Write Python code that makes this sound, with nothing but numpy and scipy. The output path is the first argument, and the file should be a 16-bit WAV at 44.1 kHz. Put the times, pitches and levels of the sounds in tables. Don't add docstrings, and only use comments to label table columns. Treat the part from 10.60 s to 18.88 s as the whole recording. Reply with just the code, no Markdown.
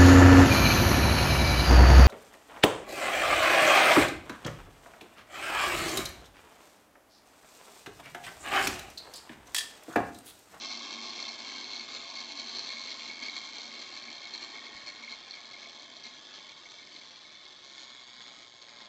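import sys
import numpy as np
from scipy import signal
from scipy.fft import rfft, irfft, next_fast_len
from scipy.io import wavfile
from scipy.ndimage import uniform_filter1d, map_coordinates

SR = 44100
rng = np.random.default_rng(int(sys.argv[2]) if len(sys.argv) > 2 else 0)


def to_wav(sig):
    pcm = np.clip(np.atleast_2d(sig), -1, 1) * 32767
    pcm = np.round(pcm).astype(np.int16)
    wavfile.write(sys.argv[1], SR, pcm.T)


N = 365148

# (frequency [Hz], relative density [dB per Hz])
ROOM_TONE_SPECTRUM = [(20, -9.5), (50, -8), (100, 1.5), (160, 2.5), (300, -8), (1000, -1), (8000, -21)]
# (frequency [Hz], 60 dB decay time [s])
ROOM_DECAY = [(200, 0.029), (2000, 0.14), (8000, 0.061)]
# (time [s], peak level [dB])
HANDLING_BUMPS = [(4.149, -53), (4.236, -62)]
# (frequency [Hz], width [Hz], relative level [dB])
BUMP_MODES = [(69.4, 83, -7), (142, 94, -3)]
# (start [s], length [s], peak level [dB])
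SOFT_RUB = (2.94, 2.23, -60)
# (frequency [Hz], width [Hz], relative level [dB])
RUB_MODES = [(1790, 220, -1.3), (1900, 260, -0.7)]
# (time [s], speed [turns/s])
ARBOR_SPEED = [(0, 52.5), (.8, 50), (2, 45.5), (3.5, 39.3), (5, 30.5), (5.6, 26.3), (6.5, 20.8), (7, 17.5),
               (7.3, 16.1), (7.6, 15.2), (8.28, 14.35)]
# (time [s], peak level [dB])
WHEEL_PINGS = [(.108, -36), (.145, -40.5), (.386, -38), (.589, -38), (.626, -42), (.697, -43), (1.138, -46),
               (1.161, -47), (1.203, -39.5), (1.561, -39.5), (1.584, -41), (1.798, -39), (2.102, -40),
               (2.167, -38.5), (2.284, -40), (2.317, -39), (2.418, -40), (2.497, -39), (2.624, -33.5),
               (2.656, -47), (2.682, -36), (2.764, -41), (2.783, -46), (3.001, -40), (3.169, -43),
               (3.481, -38), (3.633, -40), (3.658, -39), (3.739, -52), (3.955, -38), (3.979, -40),
               (4.065, -40), (4.170, -39.5), (4.273, -39), (4.286, -43), (4.294, -45), (4.435, -39.5),
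               (4.476, -40), (4.524, -41), (4.721, -54), (4.737, -39), (4.770, -43), (4.936, -43),
               (4.964, -44.5), (5.026, -41), (5.057, -42), (5.445, -43), (5.466, -48), (5.739, -45),
               (5.781, -45), (5.893, -43), (6.057, -43), (6.187, -45), (6.416, -46), (6.854, -50),
               (7.177, -46), (7.230, -51)]
# (time [s], peak level [dB])
ARM_KNOCKS = [(.036, -49), (.457, -32), (.505, -30.5), (.626, -29), (.688, -33), (.928, -33.5), (.988, -34),
              (1.042, -32), (1.162, -30), (1.196, -30.5), (1.604, -33), (1.799, -28.5), (1.985, -28.5),
              (1.993, -29.5), (2.292, -36), (2.315, -35), (2.328, -34), (2.488, -42), (2.659, -32),
              (2.697, -30), (3.005, -36), (3.146, -40), (3.210, -42), (3.381, -33), (3.431, -36),
              (3.737, -33), (3.778, -30.5), (3.829, -42), (4.039, -43), (4.065, -45), (4.264, -38),
              (4.273, -40), (4.289, -37), (4.498, -37), (4.523, -33), (4.709, -29), (4.719, -38),
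              (4.737, -34), (4.859, -49), (4.913, -43), (5.026, -39), (5.095, -38), (5.197, -38.5),
              (5.367, -37), (5.438, -36), (5.454, -36), (5.466, -35), (5.651, -47), (5.739, -39),
              (5.775, -38), (5.893, -40), (6.102, -43), (6.366, -41), (6.395, -40), (6.753, -40),
              (6.854, -39), (6.963, -42), (7.018, -46), (7.193, -41), (7.252, -44), (7.439, -42),
              (7.551, -47), (7.617, -42), (7.674, -41), (8.019, -41), (8.217, -41)]
# (start [s], length [s], rise [dB])
CHATTER_BOUTS = [(0.052, 0.12, 3.5), (0.432, 0.04, 0.5), (0.544, 0.095, 1), (0.671, 0.032, 6.5),
                 (0.92, 0.15, 2), (1.086, 0.1, 4), (1.247, 0.2, 2.5), (1.54, 0.12, 2), (1.91, 0.11, 3),
                 (2.27, 0.08, 5.5), (2.584, 0.14, 5), (2.746, 0.057, 8.5), (2.902, 0.13, 4),
                 (3.16, 0.089, 2), (3.353, 0.047, 6.5), (3.597, 0.1, 3), (3.727, 0.047, 9.5),
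                 (3.794, 0.07, 9), (3.913, 0.1, 4), (4.018, 0.081, 6.5), (4.253, 0.058, 8),
                 (4.45, 0.15, 5.5), (4.696, 0.095, 1.5), (4.96, 0.11, 3), (5.44, 0.042, 7), (5.67, 0.2, 4),
                 (5.86, 0.045, 0), (6.31, 0.1, 4.5), (7.116, 0.2, 4.5), (7.565, 0.18, 2.5)]
# (start [s], length [s], depth [dB])
CHATTER_LULLS = [(0.756, 0.037, 7), (1.255, 0.033, 6), (1.498, 0.061, 5), (1.724, 0.036, 7.5),
                 (2.47, 0.19, 4), (3.376, 0.088, 4.5), (5.245, 0.071, 7), (5.4, 0.053, 2),
                 (7.797, 0.29, 4.5)]
# (time [s], level [dB])
TIN_RATTLE = [(0, -53.5), (0.65, -54), (0.9, -63), (2, -83)]
# (time [s], arm chatter [dB], wheel ring [dB])
LOOSE_LEVELS = [(0, -45.5, -54.5), (0.85, -48, -52.5), (2.1, -44.5, -54.5), (2.7, -49, -50.5),
                (3.1, -48, -53), (4.1, -55, -57), (4.9, -54.5, -59), (5.55, -65, -63), (6.4, -60.5, -62.5),
                (7.65, -67.5, -62), (8.28, -63, -63.5)]
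# (speed [turns/s], share of bouncing [0 to 1])
BOUNCE_SHARE = [(16.8, .08), (19, .6), (27, .72), (33, .92)]
# (frequency [Hz], width [Hz], relative level [dB])
WHEEL_MODES = [(2138, 42, -3.5), (2186, 50, 0), (2248, 62, -3), (2320, 90, -13), (2392, 35, -11)]
ARM_MODES = [(3980, 280, -6.5), (4130, 140, -3.5), (4198, 90, 0), (4300, 150, -1.5), (4420, 170, -4),
             (4530, 170, -8), (5700, 500, -20)]
TIN_MODES = [(2670, 140, -3), (4770, 320, -5.5), (5200, 330, -3.5), (5500, 360, -2), (5960, 320, -3.5),
             (6020, 91, -2.5)]
# (time [s], frame hum [dB], pinion ring [dB], tooth scrape [dB])
TRAIN_LEVELS = [(0.05, -51.5, -49.5, -50.5), (0.09, -53, -51.5, -53), (0.59, -51.5, -49.5, -51.5),
                (0.75, -53.5, -52, -52.5), (2.16, -54, -51, -52), (4.54, -58, -54, -58.5),
                (6.99, -62, -54.5, -61.5), (7.24, -62, -53, -59.5), (7.52, -63, -54.5, -60.5),
                (7.61, -60, -52, -59), (7.97, -63.5, -60, -59.5), (8.2, -59, -55, -59)]
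# (frequency [Hz], width [Hz], relative level [dB])
FRAME_FAST_MODES = [(233.5, 11, 7), (290.7, 56, 1.5), (361, 23, -0.5), (407, 69, -5.5), (567, 110, -6),
                    (691, 81, -1.5), (852, 150, -3), (1091, 35, 2.5), (1112, 160, -0.5), (1268, 44, -9),
                    (1446, 54, -8), (1683, 47, -6.5), (1650, 160, -6), (2397, 47, -3.5), (2615, 110, -4)]
FRAME_SLOW_MODES = [(229.7, 37, -2), (290, 83, -2), (360, 110, -3.5), (433, 160, -7.5), (577, 93, -2.5),
                    (692, 80, -1), (881, 130, -2.5), (1066, 52, 1.5), (1100, 110, -1.5), (1257, 56, -1),
                    (1449, 93, -3.5), (1665, 110, -3.5), (1822, 250, -3)]
PINION_FAST_MODES = [(3140, 75, -3), (3205, 70, 0), (3320, 110, -4.5), (3475, 36, -2.5), (3550, 45, -.5),
                     (3770, 120, -5)]
PINION_SLOW_MODES = [(3100, 150, -8), (3245, 60, -4), (3335, 52, 1), (3465, 48, 2), (3545, 42, 2),
                     (3625, 45, -2), (3785, 80, -1), (3875, 60, -6), (4110, 130, -3), (4560, 150, -5)]
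# (frequency [Hz], relative density [dB per Hz])
SCRAPE_FAST_SPECTRUM = [(300, -24), (1500, -14.5), (2600, -4.5), (2780, -5), (2960, -8.5), (3150, -5.5),
                        (4400, -1.5), (4750, -6.5), (5050, 0), (5400, -7), (6150, -4), (6550, -9.5),
                        (7450, -13.5), (8000, -25), (8500, -31), (8950, -44)]
SCRAPE_SLOW_SPECTRUM = [(300, -15.5), (1500, -1.5), (2750, -1), (3600, 5.5), (4400, 5), (5150, 4),
                        (5500, -1), (6250, -5), (6450, 5), (6650, 5), (6850, -4), (7200, -5), (8000, -14),
                        (8500, -33), (8950, -47)]

LEAVES = 8
TOP_HZ = 9020
ROOM_DB = -8
BOOM_HZ, BOOM_WIDTH_HZ, BOOM_DB = 229.4, 11, -58
BOOM_RATE, BOOM_RANGE = 51.2, 0.72
FLUTTER_PER_S, FLUTTER_DB = 36, 1.5
LOAD_SCRAPE, LOAD_PINION, LOAD_HUM, LOAD_WHEEL = 0.64, 0.34, 0.4, 0.47
HUM_DB, PINION_DB, SCRAPE_DB, ARM_DB, WHEEL_DB = 1.4, -0.5, 3, -0.5, -0.26
SWING_DB, FOLLOW_RATE = 1, 33
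REBOUNDS_PER_S, MOST_PER_TURN = 95, 4
STRAYS_PER_S, STRAY_DB = 118, -2.5
FLICK_LAG = .52
KNOCK_TIN_DB = -18


def amp(db):
    return 10 ** (np.asarray(db) / 20)


def unit(x):
    return x / np.sqrt(np.mean(x ** 2) + 1e-20)


def even(x, size=4000):
    power = uniform_filter1d(uniform_filter1d(x ** 2, size), size // 2)
    return x / np.sqrt(np.abs(power) + 1e-20)


def along(points, hz):
    f, v = np.transpose(points)
    return np.interp(np.log(hz + 1), np.log(f + 1), v)


def curves(rows):
    s, *cols = np.transpose(rows)
    return [np.interp(np.arange(N) / SR, s, c) for c in cols]


def causal(x, gain, size=8192):
    cepstrum = irfft(np.log(gain(np.fft.rfftfreq(size, 1 / SR)) + 1e-6))
    cepstrum[1:size // 2] *= 2
    cepstrum[size // 2 + 1:] = 0
    response = irfft(np.exp(rfft(cepstrum)))
    return signal.oaconvolve(x, response)[:len(x)]


def coloured(x, spectrum):
    return causal(x, lambda hz: amp(along(spectrum, hz)))


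def ringing(x, modes):
    def gain(hz):
        return np.sqrt(sum((amp(db) / (1 + 2 * ((hz - c) / w) ** 2)) ** 2 for c, w, db in modes))
    return causal(x, gain)


def swell(start, length):
    return np.sin(np.pi * np.clip((np.arange(N) / SR - start) / length, 0, 1)) ** 2


def wobble(rate):
    return map_coordinates(rng.standard_normal(N // 100), [np.arange(N) * rate / SR])


def by_speed(fast, slow, speed, fast_rate, slow_rate):
    share = np.clip((speed - slow_rate) / (fast_rate - slow_rate), 0, 1)
    return np.sqrt(share) * even(fast) + np.sqrt(1 - share) * even(slow)


def lopsided(speed, once_db, twice_db=0, lag=0):
    angle = 2 * np.pi * (np.cumsum(speed) / SR - lag)
    return amp(once_db * np.cos(angle) + twice_db * np.cos(2 * angle))


def contacts(rate, scatter, spread_db, lag=0):
    passed = np.cumsum(rate) / SR
    chance = rng.standard_normal((int(passed[-1]), 2))
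    place = np.arange(len(chance)) + lag + scatter * chance[:, 0]
    at = np.interp(place, passed, np.arange(N), left=0, right=0).astype(int)
    size = amp(spread_db * np.clip(chance[:, 1], -2, 2))
    return np.bincount(at, size * (at > 0), N)


def grit(blows, slide, crack=0):
    u = np.arange(SR // 20) / SR / slide
    pressure = u ** .25 * np.maximum(1 - u, 0)
    noise, share = rng.standard_normal(N), np.clip(crack, 0, 1)
    drag = signal.oaconvolve(blows, pressure / np.linalg.norm(pressure))[:N] * noise
    tick = blows * np.sign(noise)
    return even(np.sqrt(share) * tick + np.sqrt(1 - share) * drag)


def strikes(rows, sound, life, crack=0, size=4096):
    out, t = np.zeros(N + size), np.arange(size) / SR
    for s, db in rows:
        burst = rng.standard_normal(size) * np.exp(-t / life)
        hit = sound(crack * (t == 0) + burst)
        out[round(s * SR):][:size] += amp(db) * hit / np.abs(hit).max()
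    return out[:N]


def room_tone():
    return amp(-69.0) * unit(coloured(rng.standard_normal(N), ROOM_TONE_SPECTRUM))


def room(x, count=40):
    hz, t, z = signal.stft(rng.standard_normal((count, SR // 4)), SR, nperseg=256)
    decay = amp(-60 * t / along(ROOM_DECAY, hz)[:, None])
    tails = signal.istft(z * decay, SR, nperseg=256)[1]
    out, step = np.zeros(N + SR), N // count + 1
    for k, tail in enumerate(tails):
        echo = signal.fftconvolve(x[k * step:(k + 1) * step], tail / np.linalg.norm(tail))
        out[k * step:][:len(echo)] += echo
    return out[:N]


def handling_bumps():
    return strikes(HANDLING_BUMPS, lambda x: ringing(x, BUMP_MODES), life=0.014)


def bench_boom(speed):
    ring = even(ringing(rng.standard_normal(N), [(BOOM_HZ, BOOM_WIDTH_HZ, 0)]))
    excitation = np.exp(-((speed - BOOM_RATE) / BOOM_RANGE) ** 2)
    return amp(BOOM_DB) * excitation * ring


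def rub(speed):
    start, length, peak_db = SOFT_RUB
    drag = rng.standard_normal(N) * lopsided(speed, once_db=-7.0, twice_db=-2.0)
    return amp(peak_db) * swell(start, length) * even(ringing(drag, RUB_MODES))


def wheel_pings():
    return strikes(WHEEL_PINGS, lambda x: ringing(x, WHEEL_MODES), life=0.0014, crack=4.4)


def arm_knocks():
    def arm_and_tin(x):
        return ringing(x, ARM_MODES) + amp(KNOCK_TIN_DB) * ringing(x, TIN_MODES)
    return strikes(ARM_KNOCKS, arm_and_tin, life=0.0016, crack=5)


def shaking():
    bouts = sum(rise_db * swell(s, length) for s, length, rise_db in CHATTER_BOUTS)
    lulls = sum(depth_db * swell(s, length) for s, length, depth_db in CHATTER_LULLS)
    return FLUTTER_DB * wobble(FLUTTER_PER_S) - lulls + bouts


def rebounds(speed):
    per_turn = np.minimum(np.round(REBOUNDS_PER_S / speed), MOST_PER_TURN)
    locked = contacts(per_turn * speed, scatter=.12, spread_db=1.2)
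    strays = contacts(np.full(N, STRAYS_PER_S), scatter=.25, spread_db=1.5)
    return locked + amp(STRAY_DB) * strays


def chatter(speed, teeth, bounces):
    bouncing = np.interp(speed, *np.transpose(BOUNCE_SHARE))
    bounce = np.sqrt(bouncing) * grit(bounces, slide=.0045, crack=.6)
    ride = np.sqrt(1 - bouncing) * grit(teeth, slide=.003, crack=.5)
    return bounce + ride + .25 * rng.standard_normal(N)


def loose_parts(speed, teeth, bounces, shake_db):
    arm_db, wheel_db = curves(LOOSE_LEVELS)
    tin_db, = curves(TIN_RATTLE)
    flicks = contacts(speed, scatter=.04, spread_db=.8, lag=FLICK_LAG)

    swing = lopsided(speed, once_db=SWING_DB / (1 + (speed / FOLLOW_RATE) ** 4), lag=FLICK_LAG)
    jog = np.interp(speed, [16.5, 19, 23, 28], [.2, .8, .8, 0]) * grit(flicks, slide=.016)
    arm_ring = even(ringing(chatter(speed, teeth, bounces) + jog, ARM_MODES), size=1000)
    arm = amp(arm_db + shake_db + ARM_DB) * arm_ring * swing

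    tin_ring = even(ringing(chatter(speed, teeth, bounces), TIN_MODES), size=1000)
    tin = amp(tin_db + shake_db) * tin_ring

    flick_force = np.interp(speed, [16.5, 19, 42, 48], [.5, 1.7, 1.4, .9])
    push = chatter(speed, teeth, bounces) + flick_force * grit(flicks, slide=.012, crack=.6)
    wheel_ring = even(ringing(push, WHEEL_MODES), size=2200)
    wheel = amp(wheel_db + LOAD_WHEEL * shake_db + WHEEL_DB) * wheel_ring
    return arm + tin + wheel


def gear_train(speed, teeth, bounces, shake_db):
    hum_db, pinion_db, scrape_db = curves(TRAIN_LEVELS)

    def force(hiss, jolt):
        blows = grit(teeth, slide=.0042, crack=.1)
        return blows + hiss * rng.standard_normal(N) + jolt * grit(bounces, slide=.0022, crack=.55)

    scrape_jolt = np.interp(speed, [17, 28, 38, 48], [.9, 2, 1.9, 1.5])
    scrape_fast = coloured(force(hiss=.25, jolt=scrape_jolt), SCRAPE_FAST_SPECTRUM)
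    scrape_slow = coloured(force(hiss=.45, jolt=.1), SCRAPE_SLOW_SPECTRUM)
    scrape = by_speed(scrape_fast, scrape_slow, speed, fast_rate=17.3, slow_rate=16.6)

    pinion_jolt = np.interp(speed, [16.5, 19, 28], [.2, 1.1, 1.6])
    pinion_fast = ringing(force(hiss=0.49, jolt=1.3), PINION_FAST_MODES)
    pinion_slow = even(ringing(force(hiss=.3, jolt=pinion_jolt), PINION_SLOW_MODES), size=1200)
    pinion = by_speed(pinion_fast, pinion_slow, speed, fast_rate=55.6, slow_rate=19.0)

    frame_fast = ringing(force(hiss=0.4, jolt=0.2), FRAME_FAST_MODES)
    frame_slow = ringing(force(hiss=0.96, jolt=0.43), FRAME_SLOW_MODES)
    frame = by_speed(frame_fast, frame_slow, speed, fast_rate=54.3, slow_rate=22.0)

    return (amp(SCRAPE_DB + scrape_db + LOAD_SCRAPE * shake_db) * scrape
            + amp(PINION_DB + pinion_db + LOAD_PINION * shake_db) * pinion
            + amp(HUM_DB + hum_db + LOAD_HUM * shake_db) * frame)


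def scene():
    speed, = curves(ARBOR_SPEED)
    teeth = contacts(LEAVES * speed, scatter=0.029, spread_db=1.5) * lopsided(speed, once_db=1.7)
    bounces, shake_db = rebounds(speed), shaking()
    background = room_tone() + handling_bumps() + bench_boom(speed)
    movement = rub(speed) + wheel_pings() + arm_knocks()
    movement += loose_parts(speed, teeth, bounces, shake_db)
    movement += gear_train(speed, teeth, bounces, shake_db)
    return (background + amp(ROOM_DB) * room(movement) + movement)[None]


def record(dry):
    size = next_fast_len(N + 8192)
    passed = np.clip((TOP_HZ - np.fft.rfftfreq(size, 1 / SR)) / 400, 0, 1)
    return irfft(rfft(dry, size) * passed, size)[:, :N]


dry = scene()
out = record(dry)
to_wav(out)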